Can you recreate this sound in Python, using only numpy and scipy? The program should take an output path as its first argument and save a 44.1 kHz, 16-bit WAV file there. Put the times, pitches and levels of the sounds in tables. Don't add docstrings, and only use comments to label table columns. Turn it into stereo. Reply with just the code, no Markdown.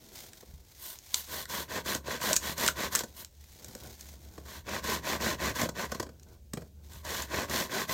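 import sys
import numpy as np
from scipy import signal
from scipy.fft import rfft, irfft, next_fast_len
from scipy.io import wavfile
from scipy.ndimage import map_coordinates

SR = 44100
rng = np.random.default_rng(int(sys.argv[2]) if len(sys.argv) > 2 else 0)


def waveform_to_disk(signal):
    frames = np.transpose(np.atleast_2d(signal))
    scaled = np.clip(frames, -1, 1) * 32767
    samples = np.round(scaled).astype(np.int16)
    wavfile.write(sys.argv[1], SR, samples)


N = 349713

# start/s, length/s, level/dB, depth of the teeth in the cut/0-1
SAW_STROKES = [(0.755, .22, -44, 0.07), (1.115, .13, -39.5, .15), (1.251, 0.21, -37, 0.47),
               (1.471, 0.2, -35, 0.61), (1.664, .17, -38, 0.91), (1.834, .165, -33, 0.71),
               (2.025, 0.18, -38.5, 0.93), (2.188, 0.19, -30.5, 0.7), (2.386, .17, -34.5, 0.67),
               (2.553, .18, -30.5, 0.66), (2.731, .172, -35, 0.87), (2.898, 0.14, -34, 0.57),
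               (3.14, 0.11, -44.5, 0.28), (4.435, 0.2, -46.5, 0.63), (4.635, .19, -39, 0.98),
               (4.815, 0.2, -32.5, 0.81), (5.005, 0.19, -34, 0.91), (5.183, 0.19, -32.5, 0.92),
               (5.366, .175, -34, 0.95), (5.531, 0.16, -33.5, 0.78), (5.733, 0.15, -37.5, 0.96),
               (5.869, 0.15, -50, .8), (6.867, 0.17, -52, 0.5), (7.024, 0.27, -36, 0.74),
               (7.262, .218, -36.5, 0.96), (7.471, 0.22, -31.5, 0.77), (7.67, .2, -33.5, 0.87),
               (7.868, 0.16, -30.5, 0.74)]
# f/Hz, width/Hz, level/dB
BRANCH_MODES = [(125, 77, -3), (268, 105.2, -1), (430, 110.6, -0.5), (550, 128, 0), (697, 127.7, -5.5)]
BLADE_MODES = [(1015, 164, 9.5), (1170, 47, -7), (1477, 74, 3.5), (1964, 169, 3.5), (2148, 234, -1.5),
               (2716, 67, -2.5)]
TEETH_MODES = [(2950, 310, -4), (3430, 155, 2.5), (4096, 650, -2), (4700, 150, 1.5), (4906, 168, -1),
               (5590, 370, -0.5), (6140, 490, -1), (6870, 410, 0), (7460, 420, -2), (8400, 200, -16)]
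# f/Hz, level/dB
HISS_SPECTRUM = [(6000, -45.5), (8300, 3), (9500, 1.5), (11000, 0), (12300, 1), (13500, 9), (16000, -5)]
MID_ONLY = np.array([[1], [0]])


def amp(db):
    return 10 ** (np.asarray(db) / 20)


def unit(x):
    return x / np.sqrt(np.mean(x ** 2) + 1e-20)


def along(points, hz):
    f, v = np.transpose(points)
    return np.interp(np.log(hz + 1), np.log(f + 1), v)


def wobble(rate):
    knots = rng.standard_normal(int(N * rate / SR) + 4)
    fine = np.arange(0, len(knots) - 1, 1 / 8)
    return np.interp(np.arange(N) * rate / SR, fine, map_coordinates(knots, [fine]))


def filtered(x, response):
    n = x.shape[-1]
    m = next_fast_len(n + 2048, real=True)
    return irfft(rfft(x, m) * response(np.fft.rfftfreq(m, 1 / SR)), m)[..., :n]


def coloured(x, spectrum):
    return filtered(x, lambda f: amp(along(spectrum, f)))


def ringing(x, modes):
    return filtered(x, lambda f: sum((-1) ** k * amp(db) * 1j * f * w / (c * c - f * f + 1j * f * w)
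                                     for k, (c, w, db) in enumerate(modes)))


def noise(size=N):
    return rng.standard_normal((2, size))


def add(track, s, sound):
    part = track[:, round(s * SR):][:, :sound.shape[1]]
    part += sound[:, :part.shape[1]]


def pulses(rate, scatter, spread_db):
    count = np.floor(np.cumsum(rate * np.exp(scatter * wobble(300))) / SR)
    return np.diff(count, prepend=0) * amp(spread_db * np.clip(rng.standard_normal(N), -2, 2))


def tearing(hits, life, bed):
    bursts = signal.lfilter([1], [1, -np.exp(-1 / (life * SR))], hits)
    return unit((unit(bursts) + bed) * noise())


def background():
    drone_levels = [(0.7, -70.5), (1.52, -53), (3.03, -50), (3.07, -59), (5.37, -44.5), (6.32, -55),
                    (7.16, -45), (7.46, -54.5), (7.5, -46), (7.93, -63)]
    air_spectrum = [(12, -48), (20, -9), (74, 0), (200, -17.5), (550, -19.5), (1200, -39), (2700, -29.5),
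                    (6400, -30), (11000, -36), (13900, -30), (16000, -31)]
    times, db = np.transpose(drone_levels)
    drone_hz = 72 + 1.5 * wobble(9)
    tone = np.sqrt(2) * np.sin(2 * np.pi * np.cumsum(drone_hz) / SR) * MID_ONLY
    rumble_spectrum = [(20, -37.5), (50, -12), (70, 0), (100, -14), (200, -17), (500, -66.5)]
    rumble = unit(coloured(noise(), rumble_spectrum))
    level = amp(np.interp(np.arange(N) / SR, times, db) + 0.69 * wobble(8))
    air = amp(-60.5) * unit(coloured(noise(), air_spectrum))
    return level * (0.63 * tone + 0.67 * rumble) + air


def yard_echo(sound):
    decay_times = [(150, 0.37), (2000, 0.13), (12000, 0.16)]
    hz, t, spectrum = signal.stft(noise(SR // 3), SR, nperseg=256)
    decay = amp(-60 * t / along(decay_times, hz)[:, None])
    tail = signal.istft(spectrum * decay, SR, nperseg=256)[1]
    delayed_tail = np.pad(tail / np.linalg.norm(tail[0]), ((0, 0), (SR // 150, 0)))
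    return signal.fftconvolve(sound, delayed_tail, axes=1)[:, :N]


def handling():
    movements = [(-0.2, 0.93, -61, -56), (0.1, 0.21, -65, -48.5), (0.614, 0.58, -72, -53),
                 (1.024, 0.35, -84, -47), (3.0, 0.32, -65, -55.5), (3.273, 1, -75, -55),
                 (3.542, 0.34, -56.5, -61), (3.798, 0.16, -51, -59), (3.962, 0.22, -59.5, -54.5),
                 (4.103, 0.55, -60.5, -57.5), (6.026, 0.34, -67, -69), (6.251, 0.15, -60, -66),
                 (6.516, .2, -64, -63), (6.717, 0.36, -67, -79.5), (6.817, .15, -72.5, -60)]
    shuffle_spectrum = [(53, -55.5), (90, -1.5), (336, -4.5), (551, -8.5), (706, -10), (1030, -16),
                        (1240, -22.5), (1500, -13.5), (1950, -39), (3300, -120)]
    rustle_spectrum = [(410, -23), (700, -5.5), (1040, -7.5), (1230, -11), (1500, -8.5), (2100, -2),
                       (2700, -5.5), (3280, -1), (6570, -2), (10500, -9), (13300, -3.5), (16000, -8)]
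    swell_share, settle_share = 0.27, 0.37
    t = np.arange(N) / SR
    rubbing = tearing(pulses(90, scatter=0.43, spread_db=3.5), life=0.005, bed=0.74)
    snagging = tearing(pulses(170, scatter=0.97, spread_db=3), life=0.0039, bed=0.65)
    grit = tearing(pulses(28, scatter=0.9, spread_db=4), life=0.0007, bed=0)
    shuffle = unit(coloured(rubbing, shuffle_spectrum))
    ticks = unit(coloured(grit, rustle_spectrum))
    rustle = unit(unit(coloured(snagging, rustle_spectrum)) + 0.15 * ticks)
    out = np.zeros((2, N))
    for start, length, shuffle_db, rustle_db in movements:
        swell = np.interp((t - start) / length, [0, swell_share, 1 - settle_share, 1], [0, 1, 1, 0])
        out += swell * (amp(shuffle_db) * shuffle + amp(rustle_db) * rustle)
    return out


def steps():
    footfalls = [(0.488, -43), (0.537, -35.5)]
    out, t = np.zeros((2, N)), np.arange(8192) / SR
    thud = np.sin(2 * np.pi * 66 * t) + 0.47 * np.sin(2 * np.pi * 125 * t)
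    envelope = amp(-60 * t / 0.067) * (1 - np.exp(-t / 0.01))
    for start, db in footfalls:
        add(out, start, amp(db + 9) * thud * envelope * MID_ONLY)
    return out


def knock(db, thump_db, clack_db, scrape_db, rise_s):
    t = np.arange(4096) / SR
    blow = noise(len(t)) * amp(-60 * t / 0.032) * (1 - np.exp(-t / rise_s))
    branch_ring = ringing(blow, BRANCH_MODES)
    wood = unit(coloured(branch_ring, [(100, -9.5), (300, -4.5), (700, -7.5), (2000, 20)]))
    thump = amp(thump_db) * unit(ringing(blow, [(130.4, 27, 0)]))
    clack = amp(clack_db) * unit(ringing(blow, BLADE_MODES))
    hiss = unit(coloured(blow, HISS_SPECTRUM))
    scrape = amp(scrape_db) * (unit(ringing(blow, TEETH_MODES)) + 0.37 * hiss)
    return amp(db - 18.5) * (wood + thump + clack + scrape)


def knocks():
    jams = [(3.005, -27, -2.5), (5.613, -21.5, -11.5), (5.688, -28, -26), (5.917, -26, -5.5),
            (5.997, -24, -7.5)]
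    bumps = [(0.426, -41.5, -24), (1.949, -23.5, -27), (2.079, -27, -18), (2.306, -19.5, -34.5),
             (3.75, -36.5, -28), (4.378, -32, -25), (5.343, -28.5, -5), (5.63, -21, -6.5),
             (5.654, -24, -19), (6.064, -35.5, -12), (6.09, -36.5, -16), (6.533, -26, -5), (6.571, -28, -2),
             (6.618, -37.5, -3)]
    bite_delay_s, recatch_s = 0.0245, 0.029
    out = np.zeros((2, N))
    for start, _, db, _ in SAW_STROKES[1::2]:
        bite = knock(db - 4, thump_db=-13, clack_db=3.5, scrape_db=5.5, rise_s=0.002)
        add(out, start + bite_delay_s, bite)
    for start, db, again_db in jams:
        for at, catch_db in [(start, db), (start + recatch_s, db + again_db)]:
            add(out, at, knock(catch_db, thump_db=-18.5, clack_db=-2, scrape_db=-2, rise_s=0.0024))
    for start, db, thump_db in bumps:
        add(out, start, knock(db, thump_db, clack_db=-14, scrape_db=-14, rise_s=0.0023))
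    return out


def cracks():
    breaks = [(0.3324, -35, 4140, -7, 0.012), (0.9877, -33.5, 6770, -16.5, .01),
              (1.1429, -8.5, 3680, -38, 0.011), (1.4544, -30.5, 4100, 2, 0.01),
              (1.949, -18, 7400, -7.5, 0.01), (2.3305, -8, 7250, -29.5, 0.004),
              (2.34, -29, 7140, -28, 0.01), (2.3575, -18.5, 6880, -20, .01),
              (2.363, -6.5, 6700, -15.5, 0.033), (2.663, -15.5, 5860, -13.5, .01),
              (2.6776, -7, 3160, -25, 0.016), (2.6846, -13.5, 3240, 2, 0.01),
              (2.9504, -10, 5950, -6.5, 0.02), (2.9569, -11, 8040, -27, .009),
              (2.9908, -18, 6640, -19, 0.018), (3.247, -28.5, 3180, -20, 0.0082),
              (3.6448, -30.5, 6600, -14, 0.016), (3.7505, -29.5, 6890, -9, 0.0079),
              (4.0092, -32, 6100, -25, 0.0165), (5.694, -33, 7000, -18, .011),
              (6.1967, -43.5, 5650, -21, .01), (6.2314, -43, 6210, -27, 0.01),
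              (6.535, -24.5, 7420, -28, 0.0093), (6.934, -37, 7540, -25, 0.011),
              (7.221, -23, 7210, -22, 0.019)]
    snap_spectrum = [(800, -16.5), (2500, 5), (8000, 8), (10000, -15), (16000, -21.5)]
    out, t = np.zeros((2, N)), np.arange(2048) / SR
    attack = (1 - np.exp(-t / 0.0005)) ** 2
    first_break = 1 + 0.13 * np.exp(-((t - 0.0012) / 0.00013) ** 2)
    for start, db, hz, body_db, t60 in breaks:
        decay = amp(-60 * t / t60) + amp(-26 - 60 * t / 0.05)
        burst = noise(len(t)) * attack * decay * first_break
        snap = unit(coloured(burst, snap_spectrum))
        splinter = unit(ringing(burst, [(hz, 1100, 0)]))
        body = amp(body_db + 1) * unit(ringing(burst, [(1510, 260, -0.078), (2000, 270, 0)]))
        sizzle = amp(-6.5) * unit(coloured(burst, HISS_SPECTRUM))
        add(out, start, amp(db - 23.5) * (snap + 0.67 * splinter + body + sizzle))
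    return out


def flexing(travel, low_hz, rise):
    modes = [(1, -9), (2.1, -6), (3.6, -5.5)]
    phase = 2 * np.pi * np.cumsum(low_hz * (1 + rise * travel)) / SR
    tone = sum(amp(db) * (wobble(45) * np.sin(ratio * phase) + wobble(45) * np.cos(ratio * phase))
               for ratio, db in modes)
    return unit(tone * MID_ONLY)


def tip_echo(sound, travel, near_s, far_s, share):
    samples = np.arange(N)
    delay_s = near_s + (far_s - near_s) * travel
    echo = np.array([np.interp(samples - SR * delay_s, samples, channel) for channel in sound])
    return unit(sound + share * echo)


def stiffening(drive, modes, travel, shift):
    slack, taut = (ringing(drive, [(hz * tuning, width, db) for hz, width, db in modes])
                   for tuning in (1 - shift, 1 + shift))
    return slack * np.sqrt(1 - travel) + taut * np.sqrt(travel)


def arm():
    gestures = [(.55, 2.2, 1.49), (.46, 1.5, 1.8)]
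    # level skimming/dB, level deep in the cut/dB
    seating = [(-21, -1.5), (-12, 1.5), (-2.5, 0), (2, -9)]
    skimming_db, deep_db = np.transpose(seating)
    t = np.arange(N) / SR
    speed, forces = np.zeros(N), np.zeros((4, N))
    for k, (start, length, db, depth) in enumerate(SAW_STROKES):
        fastest, entry, leave = gestures[k % 2]
        moving = (t > start) & (t < start + length)
        progress = (t[moving] - start) / length
        swing = np.abs(np.sin(np.pi * np.interp(progress, [0, fastest, 1], [0, 0.5, 1])))
        speed[moving] = swing
        grip = np.tanh(1.655 * swing ** np.where(progress < fastest, entry, leave)) + 0.025
        layer_db = db + skimming_db + depth * (deep_db - skimming_db)
        forces[:, moving] += amp(layer_db)[:, None] * grip
    starts = np.sort(np.transpose(SAW_STROKES)[0])
    travel = np.interp(t, starts, np.arange(len(starts)) % 2)
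    return speed, travel, forces


def saw():
    speed, travel, forces = arm()
    chips = pulses(110 + 330 * speed, scatter=0.2, spread_db=3)
    torn_fibres = tearing(chips, life=0.0015, bed=1)
    bites = tip_echo(torn_fibres, travel, near_s=0.000944, far_s=0.001936, share=0.26)
    jolts = pulses(70 + 130 * speed, scatter=0.12, spread_db=5)
    catches = tearing(jolts, life=0.0018, bed=0.88) + 0.5 * unit(jolts * MID_ONLY)
    branch_ring = ringing(catches, BRANCH_MODES)
    blade_ring = stiffening(bites + 0.84 * catches, BLADE_MODES, travel, shift=0.02)
    teeth_ring = stiffening(bites, TEETH_MODES, travel, shift=0.012)
    wood = unit(coloured(branch_ring, [(50, -10), (120, -7.5), (800, -9), (2000, 18)]))
    branch = amp(-2.5) * wood + amp(-10) * flexing(travel, low_hz=108.2, rise=1.7)
    blade = amp(-2) * unit(coloured(blade_ring, [(300, 4.5), (800, -6.5), (2600, 6.5), (5000, -9.5)]))
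    rasp = amp(-3) * unit(coloured(teeth_ring, [(1000, 11), (2500, 6), (8000, -1.5), (12000, 1.5)]))
    hiss = amp(-2) * unit(coloured(bites, HISS_SPECTRUM))
    pressure = amp(0.4 * wobble(70))
    return pressure * sum(force * layer for force, layer in zip(forces, [branch, blade, rasp, hiss]))


def microphone(pair):
    likeness = [(30, 0.4), (80, 1), (200, 0.92), (600, 0.78), (750, 0.48), (1020, .93), (1500, 0.41),
                (2000, -0.02), (2850, -0.35), (4200, -0.26), (5000, 0.16), (8000, 0.11), (15000, -0.11)]
    balance = [(70, -2.5), (220, 0), (500, -1), (1000, 0), (1400, 5), (1900, 4.5), (2800, 0.5),
               (4000, -7.5), (5000, 0), (6400, -8), (8000, -2.5), (11000, -1), (13800, -7)]
    angle = lambda hz: np.arccos(np.clip(along(likeness, hz), -1, 1)) / 2
    mid, side = filtered(pair, lambda hz: np.array([np.cos(angle(hz)), np.sin(angle(hz))]))
    shade = lambda hz: amp(np.outer([0.5, -0.5], along(balance, hz)))
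    return filtered(np.array([mid + side, mid - side]), shade)


def scene():
    work = saw() + cracks() + knocks() + steps() + handling()
    return microphone(work + amp(-12) * yard_echo(work) + background())


def record(dry):
    return filtered(dry, lambda hz: hz < 16200)


dry = scene()
out = record(dry)
waveform_to_disk(out)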